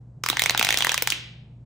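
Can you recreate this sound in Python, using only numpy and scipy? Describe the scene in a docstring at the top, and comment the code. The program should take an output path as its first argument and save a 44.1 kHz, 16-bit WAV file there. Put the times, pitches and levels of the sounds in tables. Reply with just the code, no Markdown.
"""A low hum and rumble fill a small quiet room; then, close by, hands pull a corrugated plastic toy
tube open in a quick run of snaps. Each rib buckles and sends a bending wave along the thin wall,
treble first, bass a moment later. The wall rings briefly with a lower note and a brighter ring, and
the fold crackles. Now and then the whole tube jerks with a dull knock. The room reverberates."""
import sys
import numpy as np
from scipy import signal
from scipy.fft import rfft, irfft
from scipy.io import wavfile
from scipy.ndimage import uniform_filter1d

SR = 44100
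rng = np.random.default_rng(int(sys.argv[2]) if len(sys.argv) > 2 else 0)


def wrap_up_sound(samples):
    """Save the sound to the file named by the first command line argument, as 16-bit audio."""
    columns = np.atleast_2d(samples).T
    # keep every value between -1 and 1, then stretch to whole-number steps
    tamed = np.clip(columns, -1, 1)
    steps = np.round(tamed * 32767).astype(np.int16)
    wavfile.write(sys.argv[1], SR, steps)


N = 72765

# Spectrum of the rumble: f/Hz, relative level/dB
RUMBLE_SPECTRUM = [(20, -23), (36, -17.5), (55, -12), (80, -4), (105, -11), (135, 2.5), (165, -4.5),
                   (200, -13), (300, -19.5), (450, -23.5), (800, -30), (1500, -43), (3000, -55),
                   (8000, -56), (16000, -87)]
# Partials of the hum: f/Hz, rms level/dB
HUM_PARTIALS = [(59.2, -55.5), (118.8, -47), (166.9, -59.5), (220.7, -63.5)]
# Reverberation bands: f/Hz, level/dB, T60/s, left-right coherence (0-1)
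ROOM_BANDS = [(190, -12, 0.28, 1), (320, -5, 0.55, .9), (500, -6, .9, 0), (1120, -7, 0.55, 0.5),
              (1800, -8.5, 0.63, 0.7), (2320, -5, 0.59, 0), (4120, -4, 0.55, 0), (5800, -10.5, 0.41, 0.9),
              (11100, -11.5, 0.19, 1), (15000, -17.5, .3, 0.3)]
# Gain of the sound sent into the room as the tube grows: t/s, level/dB
ROOM_SEND = [(.24, 1), (.55, 0.5), (.8, 3), (1.03, -3), (1.119, 3)]
# Jerks of the whole tube between the hands: t/s, level/dB, f/Hz
TUBE_KNOCKS = [(0.301, -24.5, 291), (0.595, -23, 234), (1.023, -30, 320), (1.123, -33, 305.6)]
# Direct path to the microphone pair: f/Hz, left minus right/dB, phase lead of the left/rad
STEREO_PATH = [(500, 2.4, -.25), (1100, 2.5, -0.38), (2300, 0.5, 0.2), (3970, -3.5, 0.99), (7500, 2, -0.36)]
# Wall spectrum common to all snaps: f/Hz, level/dB
WALL_SPECTRUM = [(150, -9), (300, -7.5), (750, -2.5), (1500, 1.5), (3500, 4), (4800, -0.5), (6000, 2),
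                 (9000, -4), (13200, -12), (14000, -5), (15500, -3), (17000, -53.5)]
# One snap per rib: t/s, level/dB, lower note/Hz, upper ring/Hz, notch/Hz,
# bass/dB, treble/dB, top/dB, left minus right/dB
RIB_SNAPS = [(0.2377, -0.5, 1208, 5300, 664, 7, 0, 1, -0.5),
             (.262, 7.5, 1115, 4808, 3560, -6.5, -10, 5, -2),
             (0.2874, 8.5, 1128, 6010, 1140, -7.5, -8.5, 7.5, -2), (.3, 7, 1236, 3600, 2820, -3, -4, 8, -1),
             (.3293, -3.5, 860, 2870, 2420, 10, -11.5, -16.5, -3.5),
             (.37, 7.5, 948, 2090, 2700, -9.5, -7.5, -6.5, -2),
             (.3944, 8, 2150, 3400, 2800, -11.5, -4, 4.5, -1.5),
             (.42, 5.5, 2064, 5290, 1730, 5.5, -6, 12, -1.5),
             (.438, 0.4, 1792, 4930, 1639, 7.5, 0.5, 5.5, -2.5),
             (0.4598, 8, 1835, 2345, 1820, 2.5, -3.5, 0.5, -4),
             (.4962, 7.5, 2000, 4290, 3350, 3.5, -2.5, -0.5, -3),
             (0.507, -3, 2299, 3987, 1700, 13, 2.5, 2.5, 1),
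             (0.5477, 5, 850, 1450, 460, 2.5, -8.5, -17.5, -2),
             (0.5763, 6, 750, 3500, 1250, -10.5, -1.5, 1, 0.5),
             (0.5948, 6.5, 423, 2493, 1195, 0, 0.5, 2, -1.5),
             (0.612, 9.5, 794, 1400, 1860, -1.5, -6.5, -29, -1.5),
             (0.6273, 13.5, 701, 5670, 1290, -8.5, -14, 7.5, 0),
             (0.6479, 3.5, 780, 2135, 1176, 0, 6, -2, -2.5), (.6691, 4, 720, 2046, 1010, -5.5, -6, 1, -1.5),
             (0.6893, 7, 800, 2750, 2190, -1, -2, -2.5, -2), (.7058, 5.5, 2019, 3040, 1060, 4.5, -2, 2, -1),
             (0.7258, -1.5, 1950, 2735, 1123, 8, 5.5, 0, -2),
             (0.7427, 2.5, 2000, 3094, 1420, 8.5, -1.5, 2, -2),
             (0.7734, -1, 790, 3367, 820, 9.5, 9, -3.5, -2),
             (0.7862, -6.5, 1376, 3487, 430, 9.5, 11, 0.5, 0),
             (0.8062, 5.5, 1937, 3200, 1780, 3.5, -3.5, -5.5, 1.5),
             (0.8232, 5.5, 950, 2975, 2210, -5.5, -3, -2, -4),
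             (.847, 5.5, 2100, 1660, 2350, 2.3, -4, 8.5, -2),
             (.869, 4, 1018, 1806, 3450, 7.5, 0, -3.5, -1.5),
             (0.8933, 10.5, 519, 2910, 1830, -9.5, -6.5, -3.5, -5.5),
             (0.9185, 1, 917, 1690, 1119, 4.5, 5.5, -2.5, -1),
             (.9432, 3, 1100, 1830, 3090, -1, 5.5, -3.5, -1.7),
             (.978, 6.5, 542, 2274, 1190, -7.5, -4, 2.5, -2.5),
             (1.023, 7.5, 465, 5680, 1180, 0.5, -8.5, 17, -2.5),
             (1.0737, 8.5, 860, 2410, 2610, -6.5, 0, -1, -1.5),
             (1.1026, -6.5, 1521, 3530, 2000, 2, 17, -8, 0),
             (1.1216, 2.5, 2375, 3010, 890, -3.5, -6.5, 4, -4)]

SIDE_SIGN = np.array([[1], [-1]])  # left, right
SNAP_SIZE, SNAP_LEAD = 2048, 256  # samples


def undb(db):
    """Amplitude ratio of a level in decibels."""
    return 10 ** (np.asarray(db) / 20)


def curve(hz, table, column=1):
    """Interpolate a table column on a logarithmic frequency axis."""
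    table = np.array(table, float)
    return np.interp(np.log(hz + 1), np.log(table[:, 0]), table[:, column])


def minimum_phase(gain):
    """The quickest-starting causal response with these gains, by folding the cepstrum."""
    cepstrum = irfft(np.log(gain + 1e-6))
    half = len(cepstrum) // 2
    cepstrum[1:half] *= 2
    cepstrum[half + 1:] = 0
    return np.exp(rfft(cepstrum))


def drift(rate_hz):
    """Slow random fluctuation with a spread near 1."""
    step = int(SR / rate_hz)
    return uniform_filter1d(np.repeat(rng.standard_normal(N // step + 1), step), step)[:N]


def unit_spectra(bursts):
    """Spectrum of each burst, scaled to unit energy."""
    return rfft(bursts / np.linalg.norm(bursts, axis=1, keepdims=True))


def rumble(level_db=-50, side_db=-21):
    """Low-frequency noise, almost fully coherent between left and right."""
    hz = np.arange(N // 2 + 1) * SR / N
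    noise = irfft(rfft(rng.standard_normal((2, N))) * undb(curve(hz, RUMBLE_SPECTRUM)), N)
    mid, side = noise * undb(level_db) / noise.std()
    return mid + undb(side_db) * side * SIDE_SIGN


def hum(waver_db=-0.5):
    """Low partials waver under slow random modulation of amplitude and phase."""
    t = np.arange(N) / SR
    out = np.zeros(N)
    for hz, db in HUM_PARTIALS:
        amplitude = np.sqrt(2) * undb(db + waver_db * drift(3))
        out += amplitude * np.sin(2 * np.pi * (hz * t + rng.random()) + 0.3 * drift(13))
    return out


def reverberation(source, onset_s=0.004, size=32768):
    """A diffuse field builds up, then decays exponentially at each band's own rate."""
    t, hz = np.arange(size) / SR, np.arange(size // 2 + 1) * SR / size
    mid, side = rfft(rng.standard_normal((2, size)))
    coherence = curve(hz, ROOM_BANDS, column=3)
    noise = (np.sqrt(1 + coherence) * mid + np.sqrt(1 - coherence) * side * SIDE_SIGN) / np.sqrt(2)
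    response = np.zeros((2, size))
    for centre, db, t60, _ in ROOM_BANDS:
        band = curve(hz, [(row[0], row[0] == centre) for row in ROOM_BANDS])
        envelope = np.exp(-np.log(1000) * t / t60) * (1 - np.exp(-(t / onset_s) ** 2))
        response += undb(db) * irfft(noise * band) * envelope / np.linalg.norm(envelope)
    return signal.fftconvolve(source[None], response, axes=1)[:, :N]


def scattering(t, hz, level_db=-8.5, decay_s=0.01, cutoff_hz=1280, wide_hz=2800):
    """Hands and nearby surfaces scatter short waves; longer waves diffract round them."""
    mid, side = unit_spectra(rng.standard_normal((2, len(t))) * np.exp(-np.abs(t) / decay_s) * (t > 0))
    width = hz / np.hypot(hz, wide_hz)
    gain = undb(level_db) * hz / np.hypot(hz, cutoff_hz)
    return gain * (mid + width * side * SIDE_SIGN) / np.hypot(1, width)


def knocks(rise_s=0.00063, decay_s=0.0045):
    """Damped oscillation: jerked between the hands, the whole tube swings for a few cycles."""
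    out = np.zeros(N)
    for start, db, hz in TUBE_KNOCKS:
        t = np.maximum(np.arange(N) / SR - start, 0)
        out += undb(db) * np.sin(2 * np.pi * hz * t) * (1 - np.exp(-t / rise_s)) * np.exp(-t / decay_s)
    return out


def direct_path(hz, pan_db):
    """Differences of level and phase between left and right place the snap in space."""
    pan = undb((pan_db + curve(hz, STEREO_PATH)) / 2)
    return np.array([pan, np.exp(-1j * curve(hz, STEREO_PATH, column=2)) / pan])


def crease(t, hz, crackle_db=11.5, corner_hz=5800, rise_s=0.0006, decay_s=0.0013, shared_gain=1.68):
    """Impulsive excitation: the fold turns over with a push that gives way to crackle in the treble."""
    bursts = rng.standard_normal((3, len(t))) * np.exp(np.minimum(t / rise_s, -t / decay_s))
    crackle = unit_spectra(bursts[:2] + shared_gain * bursts[2])
    share = undb(crackle_db) / (1 + (corner_hz / hz) ** 2)
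    return (1 + share * crackle) / np.hypot(1, share)


def resonance(hz, centre, q):
    """Power response of a damped resonator, 1 at its centre."""
    return 1 / (1 + (q * (hz / centre - centre / hz)) ** 2)


def dispersion(hz, resonances, lag_at_1khz_s=0.00083, build_up_s=0.00027):
    """Group delay: bending waves run slower in the bass, and resonances take time to build up."""
    delay = lag_at_1khz_s * 1000 / np.maximum(hz, 300) + build_up_s * resonances + SNAP_LEAD / SR
    return np.exp(-2j * np.pi * np.cumsum(delay) * SR / SNAP_SIZE)


def snap(db, note_hz, ring_hz, notch_hz, bass_db, treble_db, top_db, pan_db):
    """Snap-through buckling of one rib excites two wall resonances. Rows: left, right, room feed."""
    hz = np.arange(SNAP_SIZE // 2 + 1) * SR / SNAP_SIZE + 1
    t = np.fft.fftfreq(SNAP_SIZE) * SNAP_SIZE / SR  # second half: negative times
    bass = curve(hz, [(600, bass_db), (1800, 0)])
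    treble = curve(hz, [(2500, 0), (6000, treble_db)])
    top = curve(hz, [(6000, 0), (14000, top_db)])
    wall = undb(db + curve(hz, WALL_SPECTRUM) + bass + treble + top)
    note = resonance(hz, note_hz, q=3.5)
    ring = resonance(hz, ring_hz, q=4.6)
    notch = resonance(hz, notch_hz, q=2.5)
    body = np.sqrt((1 + 8 * note) * (1 + 7.5 * ring) * (1 - 0.95 * notch))
    # Waves reflected from the tube's ends interfere and ripple the spectrum by 2.5 dB either way.
    ripple = undb(2.5 * np.cos(2 * np.pi * 2.556 * (np.sqrt(hz / note_hz) - 1)))
    arrivals = direct_path(hz, pan_db) * crease(t, hz) + scattering(t, hz)
    near = minimum_phase(wall * body * ripple) * arrivals
    room_feed = minimum_phase(wall * body ** 0.69)  # carries less of the rib's own colour
    return irfft(np.vstack([near, room_feed]) * dispersion(hz, note + ring))


def tube():
    """Under tension the ribs open in turn and their snaps superpose. 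Rows: left, right, room feed."""
    out = np.zeros((3, N + SNAP_SIZE))
    for time, *rib in RIB_SNAPS:
        start = int(time * SR) - SNAP_LEAD
        out[:, start:start + SNAP_SIZE] += snap(*rib)
    return out[:, :N]


def scene():
    """Superposition of the tube's near sound, its reverberant field and the background."""
    toy = tube() + knocks()
    send = undb(np.interp(np.arange(N) / SR, *np.array(ROOM_SEND).T))
    return toy[:2] + reverberation(toy[2] * send) + rumble() + hum()


def record(dry, ceiling=0.8, fade_s=0.012, cutoff_hz=16500):
    """Soft saturation rounds the highest peaks; the ends fade and a low-pass filter cuts the top."""
    t = np.arange(N) / SR
    rounded = dry / (1 + (dry / ceiling) ** 6) ** (1 / 6)
    fade = np.minimum(np.minimum(t, t[::-1]) / fade_s, 1)
    return signal.sosfilt(signal.ellip(12, 0.2, 90, cutoff_hz, fs=SR, output="sos"), rounded * fade)


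dry = scene()
out = record(dry)
wrap_up_sound(out)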